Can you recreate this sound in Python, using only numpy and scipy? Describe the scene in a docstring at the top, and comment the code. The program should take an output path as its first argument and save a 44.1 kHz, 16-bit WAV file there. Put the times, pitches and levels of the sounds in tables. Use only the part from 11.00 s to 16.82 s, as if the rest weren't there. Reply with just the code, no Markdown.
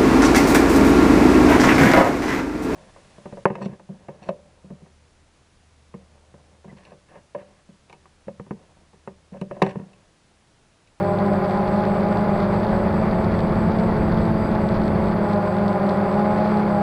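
"""An open field, heard from the microphone of a camera bolted to a banking quadcopter.
Close by, four two-bladed rotors beat against each other above the rush of their own wash.
Air hisses past the case, the speed controllers whine faintly and the shaken camera mount ticks.
In mid-turn wind buffets the microphone, and one motor sings whenever it meets a frame resonance."""
import sys
import numpy as np
from scipy import signal
from scipy.fft import rfft, irfft, next_fast_len
from scipy.io import wavfile
from scipy.ndimage import uniform_filter1d

SR = 44100
rng = np.random.default_rng(int(sys.argv[2]) if len(sys.argv) > 2 else 0)


def master(y):
    """Save y as 16-bit WAV."""
    cut = np.clip(np.atleast_2d(y).T, -1, 1)
    pcm = np.round(cut * 32767)  # scale
    wavfile.write(sys.argv[1], SR, pcm.astype(np.int16))


N = 256650
TIME = np.arange(N) / SR

# Steering of the four rotors: to turn, A and D speed up while B and C slow down.
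# Each row: time in seconds, shaft speed in turns per second.
SPEED_A = [(0.0, 100.0), (0.56, 101.0), (0.77, 104.0), (0.92, 102.3), (1.15, 104.7), (1.52, 101.5),
           (1.62, 105.5), (1.87, 107.1), (2.54, 107.1), (2.83, 110.5), (2.99, 106.6), (3.26, 109.9),
           (3.42, 106.7), (4.16, 106.6), (4.39, 102.5), (4.95, 99.1), (5.38, 105.4), (5.82, 101.7)]
SPEED_B = [(0.0, 101.5), (0.59, 101.7), (1.05, 97.5), (1.17, 99.6), (1.55, 97.0), (1.67, 99.1),
           (2.18, 93.4), (3.09, 91.6), (4.0, 95.1), (4.47, 102.3), (5.44, 104.7), (5.82, 102.2)]
SPEED_C = [(0.0, 88.9), (0.57, 92.5), (1.44, 88.5), (1.76, 92.0), (2.48, 86.1), (2.9, 88.9), (3.3, 83.8),
           (3.7, 88.1), (3.85, 87.0), (4.03, 90.3), (4.28, 87.3), (4.51, 90.0), (5.24, 91.3), (5.82, 84.8)]
SPEED_D = [(0.0, 71.8), (0.58, 75.9), (1.42, 76.6), (2.34, 81.8), (2.59, 84.2), (3.16, 84.1), (4.11, 80.3),
           (4.74, 70.6), (5.37, 74.7), (5.82, 70.8)]
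# Rotor tones: even orders are blade passes, odd ones come from unbalance.
# Each row: shaft order, then rms level in dB of rotors A, B, C and D, before frame and wind act on it.
ROTOR_TONES = [ (1, -35, -43.5, -49, -55), (2, -24.5, -30, -28.5, -34.5), (3, -46.5, -61, -58, -51.5),
               (4, -36, -41.5, -34.5, -44.5), (5, -52, -44, -60, -43.5), (6, -33.5, -35.5, -32, -44.5),
               (7, -61.5, -41, -47, -58), (8, -37, -42, -40.5, -40), (9, -64, -58, -46.5, -48),
               (10, -45, -44.5, -51, -65.5), (12, -53.5, -46.5, -66, -50.5), (14, -49, -54, -55.5, -48),
               (16, -57.5, -55.5, -48, -49)]
# Resonances and one notch between motors and microphone. Each row: centre in Hz, width in Hz, gain in dB.
FRAME_RESONANCES = [(390.4, 66, 4.5), (518, 52, -7), (580, 75, 5), (828, 47, 7), (1002, 54, 6)]
# Air torn by the blades. Each row: time in seconds, relative level in dB.
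WASH_LEVELS = [(0, -37.5), (.6, -35.5), (1.6, -35), (3.4, -36), (4.9, -36), (5.4, -34), (5.82, -35.5)]
# Spectra of the wash and of air passing the case. Each row: frequency in Hz, relative density in dB.
WASH_SPECTRUM = [(30, -4.5), (120, 0.5), (300, -1.5), (500, 0.5), (740, 2), (930, -1.5), (1150, -3),
                 (1500, -8.5), (2200, -14), (3000, -27.5), (3500, -26), (4000, -31), (4700, -24.5),
                 (5250, -38.5), (7000, -46), (16000, -70)]
HISS_SPECTRUM = [(3000, -15), (6000, -16), (7500, 1.5), (9000, -1), (10000, 1.5), (10600, 7.5), (11800, 3),
                 (13000, -6), (13700, -5), (14600, -4.5), (16000, -7.5)]
# Switching tones of speed controllers A to D. Each entry: frequency in Hz; below it, level in dB.
CONTROLLER_HZ = [7811.9, 7819.9, 7823.5, 7824.68]
CONTROLLER_DB = [-83, -71.5, -85, -71]
# Loudest ticks of the camera mount. Each row: start in seconds, relative peak level in dB.
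MOUNT_TICKS = [(0.51, -35), (0.853, -33), (1.1722, -32), (2.2458, -33), (2.3915, -32), (2.4054, -33),
               (3.69, -32.5), (3.8801, -32.5), (4.0856, -38), (4.3355, -35), (4.6807, -30.5), (4.8916, -31),
               (4.8967, -32), (5.5732, -35)]
# Ring of the mount. Each row: frequency in Hz, relative level in dB, seconds to fall by 60 dB.
MOUNT_RESONANCES = [(3630, 2, 0.005), (4050, 10.5, 0.0023), (4270, 2.5, 0.0053), (6800, -14, 0.0011)]
# Wind builds through the turn and drops as it ends. Each row: time in seconds, relative level in dB.
WIND_LEVELS = [(0, -48), (1.2, -37), (2.0, -30.5), (3.0, -29), (4.0, -31), (4.4, -46.5), (5.82, -58)]
# Spectrum of wind on the microphone. Each row: frequency in Hz, relative density in dB.
WIND_SPECTRUM = [(8, -22), (22, -5), (45, -4), (85, 0), (125, -1.5), (165, -2.5), (250, -7), (400, -11),
                 (800, -34.5), (2000, -38), (8000, -88)]


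def amp(db):
    """Decibels to gain."""
    return 10 ** (np.asarray(db) / 20)


def unit(x):
    """Scales to rms 1."""
    return x / np.sqrt(np.mean(x ** 2) + 1e-20)


def curve(rows):
    """Joins rows of time and value by straight lines."""
    return np.interp(TIME, *np.transpose(rows))


def noise(spectrum):
    """Noise of rms 1, shaped by rows of frequency and level."""
    hz, db = np.transpose(spectrum)
    size = next_fast_len(N)
    bin_hz = np.fft.rfftfreq(size, 1 / SR)
    gain = amp(np.interp(np.log(bin_hz + 1), np.log(hz), db))
    return unit(irfft(rfft(rng.standard_normal(size)) * gain, size)[:N])


def wander(hz):
    """Smooth random drift of rms 1, mostly slower than hz."""
    slow_t = np.arange(0, N + 64, 64) / SR
    bin_hz = np.fft.rfftfreq(len(slow_t), slow_t[1])
    white = rfft(rng.standard_normal(len(slow_t)))
    drift = irfft(white / (1 + (bin_hz / hz) ** 2), len(slow_t))
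    return unit(np.interp(TIME, slow_t, drift))


def shaft_speed(steering, trim=0.003006):
    """The steering curve plus small random trims, like those that keep the craft level."""
    return curve(steering) * (1 + trim * wander(hz=5))


def shaft_angle(speed, gust):
    """Angle of a shaft whose speed trembles with the air that its blades meet."""
    tremble = (.002 + .0025 * gust) * wander(hz=22)
    return 2 * np.pi * np.cumsum(speed * (1 + tremble) / SR) + rng.uniform(0, 2 * np.pi)


def frame_db(hz):
    """Lift or cut of a tone on its way through the frame to the microphone."""
    return sum(db / (1 + (2 * (hz - centre) / width) ** 2) for centre, width, db in FRAME_RESONANCES)


def rotor(speed, angle, levels_db, gust, gust_loss_db=4):
    """A close propeller: its tones swell across frame resonances; rough air weakens the upper ones."""
    out = np.zeros(N)
    for (order, *_), db in zip(ROTOR_TONES, levels_db):
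        upper = np.clip((order - 2) / 6, 0, 1)
        tone = np.sqrt(2) * np.cos(order * angle + rng.uniform(0, 2 * np.pi))
        # uneven inflow makes the blade loading flutter, most in the upper orders
        loading = 1 + (.08 + .12 * upper) * wander(hz=25)
        heard_db = db + frame_db(order * speed) - gust_loss_db * gust * upper
        out += amp(heard_db) * loading * tone
    return out


def wash(angles, gain_db=7.5, chop=0.11, swirl_db=0.77):
    """Turbulent air right under the rotors, chopped at every blade pass."""
    blade_passes = 1 + chop * sum(np.cos(2 * angle) for angle in angles)
    level_db = curve(WASH_LEVELS) + gain_db + swirl_db * wander(hz=30)
    return amp(level_db) * unit(noise(WASH_SPECTRUM) * blade_passes)


def case_hiss(level_db=-65):
    """Thin hiss of air past the camera case."""
    return amp(level_db) * noise(HISS_SPECTRUM)


def controllers(angles, octave_db=-20, ripple=0.21, in_phase_s=.104):
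    """Four nearly equal switching tones beat slowly; each turning shaft ripples its own tone."""
    out = np.zeros(N)
    for hz, db, angle in zip(CONTROLLER_HZ, CONTROLLER_DB, angles):
        phase = 2 * np.pi * hz * (TIME - in_phase_s)
        tone = np.cos(phase) + amp(octave_db) * np.cos(2 * phase)
        load = 1 + ripple * (np.cos(angle) + np.cos(2 * angle))
        out += amp(db) * np.sqrt(2) * load * tone
    return out


def mount_rattle(knocks_per_s=100, small_db=-45, spread_db=3.9, tick_gain_db=3, clumping=.65):
    """The shaken mount rattles at the microphone in short bouts: a few clear ticks among small knocks."""
    t = np.arange(512) / SR
    ring = sum(amp(db - 60 * t / t60) * np.sin(2 * np.pi * hz * t) for hz, db, t60 in MOUNT_RESONANCES)
    ring *= 1 - np.exp(-t / 0.0002)  # 0.2 ms attack
    bouts = np.exp(clumping * np.minimum(wander(hz=9), 2))
    sizes = amp(small_db + spread_db * np.minimum(rng.exponential(1, N), 2.6))
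    chance = knocks_per_s / SR * bouts / bouts.mean()
    knocks = sizes * (rng.random(N) < chance)
    for start, db in MOUNT_TICKS:
        knocks[round(start * SR)] += amp(db + tick_gain_db)
    return signal.oaconvolve(knocks, ring / abs(ring).max())[:N]


def wind_buffet(gain_db=6.0, lumps_db=.8):
    """Rolling rumble of air striking the camera's microphone."""
    level_db = curve(WIND_LEVELS) + gain_db + lumps_db * wander(hz=10)
    return amp(level_db) * noise(WIND_SPECTRUM)


def motor_song(speed, angle, order=56, frame_hz=4765, width_hz=90, loudest_db=-55):
    """A magnetic order of the 14-pole motor sings near a frame resonance, fading as it coasts down."""
    detune = 2 * (order * speed - frame_hz) / width_hz
    acceleration = uniform_filter1d(np.gradient(speed) * SR, size=2000)  # turns per second squared
    current = np.clip(1 + acceleration / 9, .1, 1)
    return amp(loudest_db) * current * np.sqrt(2) * np.cos(order * angle) / (1 + detune ** 2)


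def scene(rough_air_db=-32):
    """All at one on-board microphone: four shafts drive tones, wash and whine; wind roughens them."""
    gust = np.tanh(amp(curve(WIND_LEVELS) - rough_air_db))  # 0 in calm air, 1 in rough
    speeds = [shaft_speed(steering) for steering in (SPEED_A, SPEED_B, SPEED_C, SPEED_D)]
    angles = [shaft_angle(speed, gust) for speed in speeds]
    levels_db = np.transpose(ROTOR_TONES)[1:]
    tones = sum(rotor(speed, angle, db, gust) for speed, angle, db in zip(speeds, angles, levels_db))
    whine = controllers(angles) + motor_song(speeds[2], angles[2])  # motor C sings
    return (tones + wash(angles) + wind_buffet() + whine + mount_rattle() + case_hiss())[None]


def record(dry, cutoff_hz=15720):
    """The camera cuts off the highest treble steeply."""
    lowpass = signal.firwin(1601, cutoff_hz, window=("kaiser", 9), fs=SR)
    return signal.oaconvolve(dry, lowpass[None], "same")


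dry = scene()
out = record(dry)
master(out)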